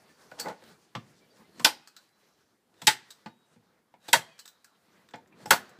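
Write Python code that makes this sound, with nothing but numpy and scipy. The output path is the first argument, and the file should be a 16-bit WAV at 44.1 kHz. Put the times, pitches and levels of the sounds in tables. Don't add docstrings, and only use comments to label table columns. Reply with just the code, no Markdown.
import sys
import numpy as np
from scipy import signal
from scipy.fft import rfft, irfft, next_fast_len
from scipy.io import wavfile
from scipy.ndimage import uniform_filter1d

SR = 44100
rng = np.random.default_rng(int(sys.argv[2]) if len(sys.argv) > 2 else 0)


def master_out(mix):
    frames = np.transpose(np.atleast_2d(mix))
    ceiling = np.clip(frames, -1, 1)
    pcm = np.round(ceiling * 32767).astype(np.int16)
    wavfile.write(sys.argv[1], SR, pcm)


def convert_level_to_amplitude(level_db):
    exponent = np.asarray(level_db, float) / 20
    return 10 ** exponent


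N = 255730

# start in seconds, peak in dB, chatter length in seconds, crack above the body in dB
SHOTS = [
    (1.646, -5, 0.008, 4.5),
    (2.87, -2.5, 0.012, -1),
    (4.13, -4.5, 0.012, 4),
    (5.507, -2, 0.0069, 3),
]
# frequency in Hz, density in dB per Hz
COLOUR_1 = [(59, -52), (100, -15.5), (676, -11.5), (818, 2.5), (1230, -9.5), (1480, -3.5), (1680, -9),
            (4770, -6.5), (7140, -17), (13800, -17.5), (16000, -34.5)]
COLOUR_2 = [(65, -37), (130, -10.5), (607, -19), (865, -2.5), (1070, -13.5), (1870, -2.5), (2300, -9),
            (4490, -10.5), (14100, -25), (15000, -23.5), (16000, -53.5)]
COLOUR_3 = [(59, -43.5), (100, -30), (676, -7), (784, -9), (872, -3), (1330, -10), (1910, -4),
            (2370, -14.5), (7610, -16.5), (15000, -26.5), (16000, -47)]
COLOUR_4 = [(59, -41), (100, -20.5), (260, -12), (424, -15), (818, -1), (1170, -5), (1480, -2.5),
            (2270, -12), (13200, -21), (15000, -23), (16000, -28)]
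COLOURS = COLOUR_1, COLOUR_2, COLOUR_3, COLOUR_4
# frequency in Hz, density in dB per Hz
CRACK = [(290, -34), (500, -3.5), (1230, -7.5), (1720, -0.5), (2130, -11), (2850, -8), (7980, -14.5),
         (14700, -25.5), (16000, -33.5)]
LOW_HZ, LOWER_HZ, MAIN_HZ, UPPER_HZ, HIGH_HZ = 3015, 3800, 4008, 4414, 4597


def unit(x):
    return x / np.sqrt(np.mean(x ** 2))


def top(x, db):
    return x * convert_level_to_amplitude(db) / np.sqrt(uniform_filter1d(x ** 2, size=176).max())


def add(out, s, x):
    i = int(s * SR)
    out[i:i + len(x)] += x[:N - i]


def band(x, lo_hz, hi_hz):
    return signal.sosfilt(signal.butter(2, [lo_hz, hi_hz], "bandpass", fs=SR, output="sos"), x)


def shaped(x, spectrum):
    hz, db = np.transpose(spectrum)
    log_hz = np.log(np.fft.rfftfreq(4096, 1 / SR) + 1)
    log_gain = np.interp(log_hz, np.log(hz), db) * np.log(10) / 20
    fold = irfft(log_gain)
    fold[1:2048] *= 2
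    fold[2049:] = 0
    response = irfft(np.exp(rfft(fold)))
    return signal.fftconvolve(x, response)[:len(x)]


def rung(x, peaks):
    t = np.arange(4096) / SR
    ring = 0
    for k, (hz, own_width, db) in enumerate(peaks):
        width = own_width + 60 + .03 * hz
        fall = np.exp(-np.pi * width * t)
        ring = ring + (-1) ** k * convert_level_to_amplitude(db) * width * np.sin(2 * np.pi * hz * t) * fall
    return signal.fftconvolve(x, ring)[:len(x)]


def even(x, width_hz):
    spectrum = rfft(x)
    bumps = uniform_filter1d(np.abs(spectrum) ** 2, size=int(width_hz * len(x) / SR))
    return irfft(spectrum / np.sqrt(bumps), len(x))


def chatter(length_s, spiky=.8, rise_s=0.00095):
    t = np.arange(8192) / SR
    noise, size = rng.standard_normal((2, len(t)))
    fall = convert_level_to_amplitude(-20 * t / max(length_s, .002))
    rattle = even(noise * np.exp(spiky * size) * fall, 150)
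    return rattle * np.minimum(t / rise_s, 1) * fall / (fall + 0.0053)


def curves(rows):
    s, *columns = np.transpose(rows)
    return [np.interp(np.arange(N) / SR, s, c) for c in columns]


def walk(rate):
    k = int(SR / rate)
    return uniform_filter1d(np.repeat(rng.standard_normal(N // 200), k)[:N], k)


def shots():
    # frequency in Hz, width in Hz, level in dB
    body_1 = [(961.3, 31, -6), (2340, 26, -13.5), (2770, 36, -8.5), (4700, 35, -8), (6900, 43, -14.5),
              (8500, 42, -11), (7760, 14, -6.5), (8793, 45, -2), (9333, 47, -16), (13000, 44, -8)]
    body_2 = [(880, 51, -0.5), (1840, 43, -3.5), (3120, 35, -4.5), (3370, 74, -1), (3988, 93, -2.5),
              (4650, 26, -3), (7090, 38, -17.5), (8000, 27, 3), (8640, 72, -18), (11000, 26, -6.5)]
    body_3 = [(920, 61, -8), (1900, 29, -1), (3280, 22, -0.5), (4200, 37, -19), (4640, 93, 0),
              (7040, 27, -26.5), (7750, 99, -2.5), (8180, 43, -14.5), (9700, 31, -16.5), (9930, 48, -14)]
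    body_4 = [(778, 16, 9), (1360, 14, 3), (1450, 28, -12), (1500, 41, -6.5), (2460, 46, -28),
              (4240, 56, -14.5), (7870, 74, 7.5), (9000, 43, -9.5), (11300, 73, -16.5), (12200, 37, -34)]
    panel_lag_s = .002
    out = np.zeros(N)
    bodies = body_1, body_2, body_3, body_4
    for (s, db, length_s, crack_db), body, colour in zip(SHOTS, bodies, COLOURS):
        tick = band(shaped(chatter(0.005), colour), 2400, 19000)
        add(out, s, top(tick, db - 6.5))
        blow = chatter(length_s)
        slam = top(rung(blow, body), db - 11.5) + top(shaped(blow, colour), db + crack_db - 8.5)
        wood = band(slam, 40, 2200)
        add(out, s + .0022, slam - wood)
        add(out, s + 0.002 + panel_lag_s, convert_level_to_amplitude(-5.5) * wood)
    return out


def rebounds():
    # start in seconds, peak in dB, note in Hz, width in Hz
    bounces = [(1.646, -11, 5230, 900), (1.649, -24, 3470, 300), (1.656, -18.5, 4940, 300),
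               (1.658, -33, 282, 10), (1.663, -22.5, 890, 60), (1.672, -25, 1510, 200),
               (1.688, -30, 898, 60), (2.872, -20, 3400, 320), (2.8771, -22, 3720, 220),
               (2.878, -28, 857, 10.5), (2.882, -32, 320, 20), (2.889, -21.5, 4600, 300),
               (2.915, -31.5, 1850, 65), (4.1364, -24, 920, 11), (4.1455, -27, 1900, 60),
               (4.15, -25.5, 663, 11), (4.159, -28, 4200, 390), (4.16, -26, 900, 63),
               (4.165, -35.5, 137, 4.5), (4.19, -43, 137, 5.3), (5.5068, -12.5, 4700, 500),
               (5.513, -22, 1540, 100), (5.521, -28, 303, 20.8), (5.523, -26, 796, 60),
               (5.531, -20, 1700, 180), (5.532, -34, 290, 18), (5.534, -22, 910, 51),
               (5.536, -27, 4500, 400), (2.843, -45, 199, 22), (1.618, -46, 250, 21), (.322, -44, 604, 10),
               (.98, -42, 215, 10), (4.09, -44.5, 350, 18), (5.458, -35, 856, 20), (5.785, -49.5, 389, 20),
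               (1.49, -52, 143, 5), (3.268, -48, 300, 60), (5.26, -61, 1510, 400), (.318, -47, 1470, 40),
               (4.454, -49, 3820, 86), (4.645, -56.5, 1407, 44), (1.874, -57, 1280, 35),
               (3.94, -49.5, 930, 18.6)]
    # start in seconds, peak in dB, note in Hz
    catches = [
        (.43, -45.5, 695),
        (.445, -49, 1300),
        (.463, -38, 820),
        (.474, -44, 1100),
        (0.496, -44, 1000),
        (.515, -42.5, 560),
        (.528, -47, 910),
    ]
    bounce_s, slide_s, slide_db = 0.0037, 0.0025, -32
    held_db = -55.5
    out = np.zeros(N)
    for s, db, hz, width_hz in bounces:
        add(out, s, top(rung(chatter(bounce_s), [(hz, width_hz, 0)]), db))
    for s, db, hz in catches:
        add(out, s, top(rung(chatter(bounce_s), [(hz, 60, 0)]), db))
    for s, db, *_ in SHOTS:
        rub = unit(band(rng.standard_normal(SR // 25), 1500, 12000))
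        add(out, s - len(rub) / SR, convert_level_to_amplitude(held_db) * rub * np.hanning(len(rub)) ** .3)
        slide = band(chatter(bounce_s, rise_s=slide_s), 2500, 12000)
        add(out, s - slide_s, top(slide, db + slide_db))
    return out


def wash():
    level_db, rise_s, t60_s, treble_t60_s = -11.5, .006, .14, .125
    late_db, late_t60_s = -26.5, .5
    out, t = np.zeros(N), np.arange(SR // 2) / SR
    for (s, db, *_), colour in zip(SHOTS, COLOURS):
        early = shaped(rng.standard_normal(len(t)), colour)
        late = shaped(rng.standard_normal(len(t)), colour)
        early_low = band(early, 220, 7000)
        treble = band(early, 220, 17000) - early_low
        tail = early_low * convert_level_to_amplitude(-60 * t / t60_s) + treble * convert_level_to_amplitude(-60 * t / treble_t60_s)
        tail += band(late, 300, 6000) * convert_level_to_amplitude(late_db - 60 * t / late_t60_s)
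        rise = np.minimum(t / rise_s, 1) + 1e-6
        add(out, s + .003, convert_level_to_amplitude(db + level_db) * rise * tail / np.std(early))
    return out


def panel():
    # start in seconds, note in Hz, level in dB, rise in seconds, 60 dB decay in seconds
    tones = [(4.134, 930, -9, .006, .06), (4.132, 1520, -15, .003, .035), (4.142, 1980, -14, .004, .05),
             (4.135, 3300, -22, .003, .08), (5.5062, 850, -8, .004, .05), (5.5105, 1600, -15, .003, .05),
             (5.514, 550, -17, .004, .08), (4.1305, 3750, -13, .003, .06), (4.137, 4600, -17, .004, .07),
             (5.521, 780, -16, .004, .05), (5.531, 900, -18, .004, .05), (1.6475, 3480, -8, .002, .04),
             (1.647, 1540, -17, .003, .04), (1.648, 900, -16, .003, .07), (1.654, 4950, -18, .003, .04),
             (2.8715, 3200, -10, .002, .04), (2.8725, 3750, -5, .006, .05), (2.871, 1870, -18, .003, .07),
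             (2.875, 870, -14, .005, .09), (.315, 640, -31, .01, .05), (.314, 1480, -42, .004, .07),
             (5.32, 2400, -62, .006, .12), (5.32, 2650, -66, .006, .15), (1.872, 1270, -58, .004, .1),
             (1.872, 2600, -60, .004, .1), (.463, 800, -34, .006, .1), (5.575, 1720, -42, .008, .12),
             (3.259, 210, -33, .008, .09), (3.262, 1200, -48, .003, .12), (.951, 850, -33, .002, .05),
             (.972, 230, -36, .008, .12), (.4, 480, -42, .004, .12), (.5, 200, -40, .006, .1)]
    out, t = np.zeros(N), np.arange(SR // 8) / SR
    for s, hz, db, rise_s, t60 in tones:
        swell = np.sin(np.pi / 2 * np.clip(t / rise_s, 0, 1)) ** 2
        add(out, s, convert_level_to_amplitude(db - 60 * t / t60) * swell * np.sin(2 * np.pi * hz * t))
    return out


def creep():
    # start in seconds, end in seconds, level in dB (the swell ends 5.5 dB below it), creak in Hz,
    # creak share in dB
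    strains = [
        (1.499, 1.601, -54, 4124, -7.5),
        (2.727, 2.82, -57.5, 3627, -9),
        (3.99, 4.089, -49.5, 3788, -11.5),
        (5.344, 5.444, -51.5, 4300, -12),
    ]
    out = np.zeros(N)
    for start_s, end_s, db, hz, creak_db in strains:
        t, length_s = np.arange(8192) / SR, end_s - start_s
        rub = rng.standard_normal(len(t)) * np.exp(0.77 * rng.standard_normal(len(t)))
        creak = unit(band(rub, hz - 200, hz + 200))
        swell = convert_level_to_amplitude(db - 11 * (1.5 - t / length_s)) * (t < length_s) * np.minimum(t / .06, 1)
        add(out, start_s, swell * (unit(shaped(rub, CRACK)) + convert_level_to_amplitude(creak_db) * creak))
    return out


def ticks():
    # frequency in Hz, width in Hz, level in dB
    steel_peaks = [(1810, 78, -9), (2970, 23, -7), (3930, 86, -6), (4440, 60, -3), (5030, 25, -7),
                   (6100, 11, -5), (7960, 220, 3), (8400, 58, -10.5), (12600, 46, -20), (13200, 26, -17.5)]
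    # start in seconds, peak in dB, loudest ring in Hz
    slips = [
        (1.594, -40, 4300),
        (2.816, -39, 3475),
        (4.081, -40.5, 3800),
        (4.0852, -39, 3523),
        (5.4558, -38, 5600),
    ]
    # start in seconds, peak in dB, loudest ring in Hz, brightness in dB
    returns = [
        (0.397, -27.5, 4440, -3),
        (1.873, -43, 4300, -9),
        (1.964, -44, 3910, -8.5),
        (2.09, -67.5, 4000, -10),
        (3.1045, -41, 3780, -6),
        (4.38, -58, 1600, -9),
        (4.3906, -40, 4070, -8),
        (4.477, -45, 3735, -2.5),
    ]
    shifts = [(0.3134, -54, 4450, -7), (0.4837, -42.5, 4070, -6), (0.638, -57, 3850, -1.5),
              (0.9509, -37, 3120, -17), (1.368, -61.5, 3945, -10), (2.7407, -65.5, 4040, -6.5),
              (3.26, -47, 4100, -14), (4.456, -53, 3930, 4.5), (4.644, -54.5, 3950, 3),
              (5.0869, -56, 3600, -8), (5.1091, -59, 7490, -7), (5.136, -49.5, 3160, -28),
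              (5.155, -58, 7440, -3), (5.274, -68.5, 7500, -1), (5.692, -67.5, 4114, 9),
              (5.787, -63, 3380, -8.5)]
    # brightness dB (slips), housing dB, length s, rise s
    contacts = [(*row, -6, -9, 0.011, 0.0039) for row in slips]
    contacts += [(*row, -14, 0.017, 0.0009) for row in returns]
    contacts += [(*row, -1.5, 0.0089, 0.0009) for row in shifts]
    air_db = -8
    out = np.zeros(N)
    for s, db, hz, bright_db, housing_db, length_s, rise_s in sorted(contacts):
        blow = chatter(length_s, rise_s=rise_s)
        steel = top(rung(blow, steel_peaks), -13.5) + top(shaped(blow, CRACK), 0)
        add(out, s, top(rung(blow, [(hz, 100, 0)]), db - 5.0) - top(band(steel, 3300, 6200), db - 9.0))
        add(out, s, top(band(steel, 900, 2800), db + housing_db))
        add(out, s, top(band(steel, 6000, 17000), db + bright_db))
        add(out, s, top(band(blow, 9500, 15500), db + bright_db + air_db))
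    return out


def springs():
    # start in seconds, note in Hz, level in dB, 60 dB decay in seconds
    leaves = [(.396, 12000, -60, .3), (1.51, HIGH_HZ, -80, .5), (1.647, 2530, -66, 1.2),
              (1.966, MAIN_HZ, -74, 1.8), (1.97, UPPER_HZ, -72, 0.5), (1.876, HIGH_HZ, -72, 0.3),
              (2.872, 3660, -63, 0.7), (3.17, 1974, -75, 2.), (4.02, LOWER_HZ, -76, 0.94),
              (3.27, LOWER_HZ, -75, 1.8), (4.134, LOWER_HZ, -61, .6), (4.13, 1930, -58, .5),
              (4.133, 4200, -60, 0.54), (4.131, 1500, -60, .5), (4.645, MAIN_HZ, -78, 1),
              (4.48, LOWER_HZ, -74, 2.5), (4.5, MAIN_HZ, -79, 2), (5.55, LOW_HZ, -68, 1.),
              (5.508, HIGH_HZ, -63, 1.2), (5.506, 3700, -60, 0.5), (5.692, MAIN_HZ, -71, 3)]
    grips = [.5, 1.96, 2.4, 3.1, 3.26, 3.55, 4.39, 4.77, 5.7, 5.785]
    out, t = np.zeros(N), np.arange(SR // 2) / SR
    for s, hz, db, t60 in leaves:
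        waver = convert_level_to_amplitude(3.5 * walk(30)[:len(t)])
        stop_s = min(grip for grip in grips if grip > s + .05)
        free = np.clip((stop_s - s - t) / 0.0062, 0, 1)
        note = np.sin(2 * np.pi * hz * t + 2 * np.log(waver))
        add(out, s, convert_level_to_amplitude(db - 60 * t / t60) * note * waver * free)
    return out


def squeaks():
    # start in seconds, length in seconds, note in Hz, level in dB, glide as a share of the note
    cries = [(.0, 0.24, 4610, -74, 0.), (.1, 0.055, 1750, -68, 0.021), (.18, 0.077, 3900, -81, 0.),
             (1.205, 0.066, 2327, -73, 0.), (1.305, 0.028, 4670, -66, 0.), (1.435, 0.044, 2040, -72, 0.03),
             (1.44, 0.035, 2324, -75, 0.), (1.52, .03, 4400, -72, 0.), (1.964, 0.055, 1310, -63.5, .24),
             (2.12, .06, MAIN_HZ, -80, 0.), (1.88, .06, 2550, -78, 0.), (2.08, .03, 4800, -80, 0.),
             (3.05, .05, 1900, -70, 0.), (5.62, .09, HIGH_HZ, -74, 0.), (4.21, .07, 3210, -58.5, 0.),
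             (4.24, 0.2, 3280, -67, 0.), (4.285, .06, 2503, -66, 0.), (4.335, 0.066, 2340, -69, 0.016),
             (4.25, 0.12, 4600, -72, 0.), (4.26, 0.067, 660, -61, 0.0061), (4.4, 0.067, 3005, -71, 0.),
             (4.3, .1, LOW_HZ, -72, 0.), (5.37, .08, 4064, -73, 0.), (5.14, 0.066, 874, -56.5, 0.029),
             (4.645, .06, 1365, -70, 0.0081), (4.72, 0.054, 1340, -73, 0.), (.7, .04, 1500, -69, 0.),
             (.7, .1, 2330, -77, 0.023)]
    out, t = np.zeros(N), np.arange(SR // 4) / SR
    for s, length_s, hz, db, glide in cries:
        part = np.clip(t / max(length_s, .01), 0, 1)
        pitch = hz * (1 + glide * part + .003 * walk(60)[:len(t)])
        swell = np.sqrt(np.abs(np.sin(np.pi * part ** .6))) * convert_level_to_amplitude(3.5 * walk(70)[:len(t)])
        add(out, s, convert_level_to_amplitude(db) * swell * np.sin(2 * np.pi * np.cumsum(pitch) / SR))
    return out


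def knocks():
    # start in seconds, peak in dB, panel note in Hz, thud in dB, contact length in seconds
    touches = [(0.315, -42, 603, -60, 0.014), (0.621, -48, 523, -66, 0.017), (0.709, -55, 1500, -58, 0.013),
               (0.95, -29, 1150, -35, 0.017), (1.596, -33, 1030, -41, 0.018),
               (2.818, -37.5, 910, -45, 0.021), (3.259, -34, 877, -47, 0.018),
               (3.56, -58, 461, -54.5, 0.015), (3.939, -50, 920, -76, 0.013),
               (4.084, -32.5, 851, -56, 0.01), (5.138, -31, 872, -44, 0.015),
               (5.324, -57.5, 2390, -74, 0.012), (5.457, -34.5, 822, -42.5, 0.013)]
    # frequency in Hz, width in Hz, level in dB
    wood_peaks = [(191, 120, 3), (589.6, 11, -5.5), (700, 17, -8), (896, 67, -7.5), (1180, 14, -22),
                  (1600, 57, -16.5), (2120, 93, -12), (2440, 22, -15)]
    out = np.zeros(N)
    for s, db, hz, thud_db, length_s in touches:
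        blow = chatter(length_s)
        wood = rung(blow, wood_peaks)
        add(out, s, top(band(wood, 580, 2800), db - 9))
        add(out, s, top(rung(blow, [(hz, 30, 0)]), db - 5.5))
        add(out, s, top(band(shaped(blow, CRACK), 1000, 4500), db - 13))
        add(out, s + 0.0012, top(band(wood, 93, 220), thud_db))
    return out


def drag():
    # time in seconds, level in dB, treble share in dB
    strokes = [
        (.33, -73, -1.5),
        (.37, -52, -28),
        (.395, -42, 9),
        (.44, -43, -20),
        (.465, -41, -22),
        (.49, -42, -13),
        (.52, -43, -17),
        (.545, -70.5, -5),
        (.6, -68, -1),
    ]
    # frequency in Hz, width in Hz, level in dB
    bench = [(193, 17, -7.5), (490, 20, 1.5), (850, 14, 2), (1030, 50, -3), (1440, 24, -5), (1760, 77, -27),
             (2050, 30, -10.5)]
    db, treble_db = curves(strokes)
    start_s, end_s = strokes[0][0], strokes[-1][0]
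    on = np.interp(np.arange(N) / SR, [start_s - .02, start_s, end_s, end_s + 0.028], [0, 1, 1, 0])
    slips = rng.standard_normal(N) * np.exp(1.1 * rng.standard_normal(N)) * convert_level_to_amplitude(5 * walk(60))
    jingle = unit(band(shaped(slips, CRACK), 1700, 8900))
    return on * convert_level_to_amplitude(db) * (unit(rung(slips, bench)) + convert_level_to_amplitude(treble_db) * jingle)


def strip():
    # start in seconds, length in seconds, level in dB, centre in Hz
    brushes = [
        (.01, 0.053, -73, 7000),
        (0.803, 0.057, -64, 5740),
        (1.138, 0.068, -68, 4900),
        (2.128, 0.44, -77, 5400),
        (3.45, 0.13, -75.5, 6990),
        (4.038, .02, -68.5, 7200),
    ]
    out, t = np.zeros(N), np.arange(SR // 2) / SR
    for s, length_s, db, hz in brushes:
        grains = rng.standard_normal(len(t)) * convert_level_to_amplitude(3.1 * walk(40)[:len(t)])
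        width = 0.17 + 0.022 / length_s
        swell = np.sin(np.pi * np.clip(t / length_s, 0, 1)) ** .5
        hiss = band(grains, hz / (1 + width), min(hz * (1 + width), 16000))
        add(out, s, convert_level_to_amplitude(db) * swell * unit(hiss))
    return out


def stir():
    # time in seconds, movement in dB, crispness of the strip in dB
    moves = [(0, 4.5, 4.5), (.34, 6, 6.5), (.5, 22, -1.5), (.545, 7, 1), (.68, 8.5, 10), (.76, 1.5, 5),
             (1.44, -0.13, 4.5), (1.95, -5.5, 1), (2.29, -5, 3), (2.55, -7.5, -1.8), (3.25, -6, 2),
             (3.45, -8, -6.5), (3.9, -5.5, -4), (4.6, -7, 1.2), (5.05, -2, 1), (5.28, 0.5, -6.5),
             (5.45, 8.5, -6), (5.8, 4, -8)]
    lean_db, lean_s, let_go_s = 7.5, 0.66, 0.055
    shiver_db, shiver_hiss_db, shiver_peak_s = 4.5, 4, 0.23
    movement, crisp = curves(moves)
    since = np.arange(N) / SR - np.array(SHOTS)[:, :1]
    lean = np.exp(-np.abs(since) / np.where(since < 0, lean_s, let_go_s)).sum(axis=0)
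    after = np.maximum(since, 0) / shiver_peak_s
    shiver = (after * np.exp(1 - after)).sum(axis=0)
    low = 1.05 * movement + lean_db * lean
    middle = movement + shiver_db * shiver
    hiss = 0.61 * movement + crisp + shiver_hiss_db * shiver
    return low, middle, hiss


def rustle():
    # frequency in Hz, density in dB per Hz
    hush = [(18, -75), (30, -34), (199, -5), (266, -9), (512, -9.5), (554, -13.5), (600, -12), (1630, -16),
            (2680, -22.5), (4420, -22), (5900, -26.5), (14800, -36), (16000, -37)]
    low, middle, hiss = (c - np.median(c) for c in stir())
    out, swell, padded = 0, walk(16), next_fast_len(N)
    air = rfft(shaped(rng.standard_normal(N), hush), padded)
    octave = np.log2(np.fft.rfftfreq(padded, 1 / SR) + 1)
    for centre in np.arange(5, 14.6, .5):
        weights = [np.interp(centre, np.log2([250, 1400, 9000]), row) for row in np.eye(3)]
        db = weights[0] * low + weights[1] * middle + weights[2] * hiss
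        share = np.clip(1 - 2 * np.abs(octave - centre), 0, 1)
        out = out + convert_level_to_amplitude(db + 2.3 * swell + 2.7 * walk(23)) * irfft(air * share, padded)[:N]
    usual = np.sqrt(np.median(uniform_filter1d(out ** 2, size=4410)))
    return convert_level_to_amplitude(-67.5) * out / usual


def room():
    # frequency in Hz, 60 dB decay in seconds
    decay = [(100, 0.38), (260, 0.39), (700, 0.14), (1840, 0.14), (4850, 0.135), (12800, 0.17)]
    level_db, first_echo_s = -6, 0.004
    late_db, late_treble_db, late_t60_s = -27.5, -18, 0.55
    bass_db = -5.5
    t = np.arange(SR // 2) / SR
    hz, t60 = np.transpose(decay)
    noise, echoes = rfft(rng.standard_normal(len(t))), 0
    octave = np.log2(np.fft.rfftfreq(len(t), 1 / SR) + 1)
    for centre in np.arange(6, 15):
        share = np.clip(1 - np.abs(octave - centre), 0, 1)
        early = convert_level_to_amplitude(-60 * t / np.interp(centre, np.log2(hz), t60))
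        dulling_db = np.interp(centre, [12, 14], [0, late_treble_db])
        late = convert_level_to_amplitude(late_db + dulling_db - 60 * t / late_t60_s)
        bass = convert_level_to_amplitude(np.interp(centre, [7, 8.5], [bass_db, 0]))
        echoes = echoes + irfft(noise * share, len(t)) * (early + late) * bass
    echoes *= np.clip(t / first_echo_s - .5, 0, 1)
    echoes *= convert_level_to_amplitude(level_db) / np.sqrt(np.sum(echoes ** 2))
    echoes[0] = 1
    return echoes


def scene():
    blows = shots() + rebounds()
    near = ticks() + knocks() + drag() + creep() + strip()
    low_cut = signal.butter(4, 111, "highpass", fs=SR, output="sos")
    near, blows = signal.sosfilt(low_cut, [near, blows])
    echo_share = 0.6
    heard = signal.fftconvolve(near + echo_share * blows, room())[:N] + (1 - echo_share) * blows
    return (heard * convert_level_to_amplitude(-2.0) + wash() + rustle() + squeaks() + springs() + panel())[None]


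def roll_off(x):
    return signal.sosfilt(signal.butter(12, 16500, fs=SR, output="sos"), x)


def record(dry):
    bump = signal.sosfilt(signal.butter(2, 55, fs=SR, output="sos"), dry ** 2)
    mic_hiss = unit(band(rng.standard_normal(dry.shape), 4000, 15000))
    dry = dry + convert_level_to_amplitude(-84.5) * mic_hiss
    held = np.tanh(1.5 * dry) / 1.5 + .04 * bump
    cut = signal.sosfilt(signal.ellip(8, .2, 35, 15450, fs=SR, output="sos"), held)
    return roll_off(cut)


dry = scene()
out = record(dry)
master_out(out)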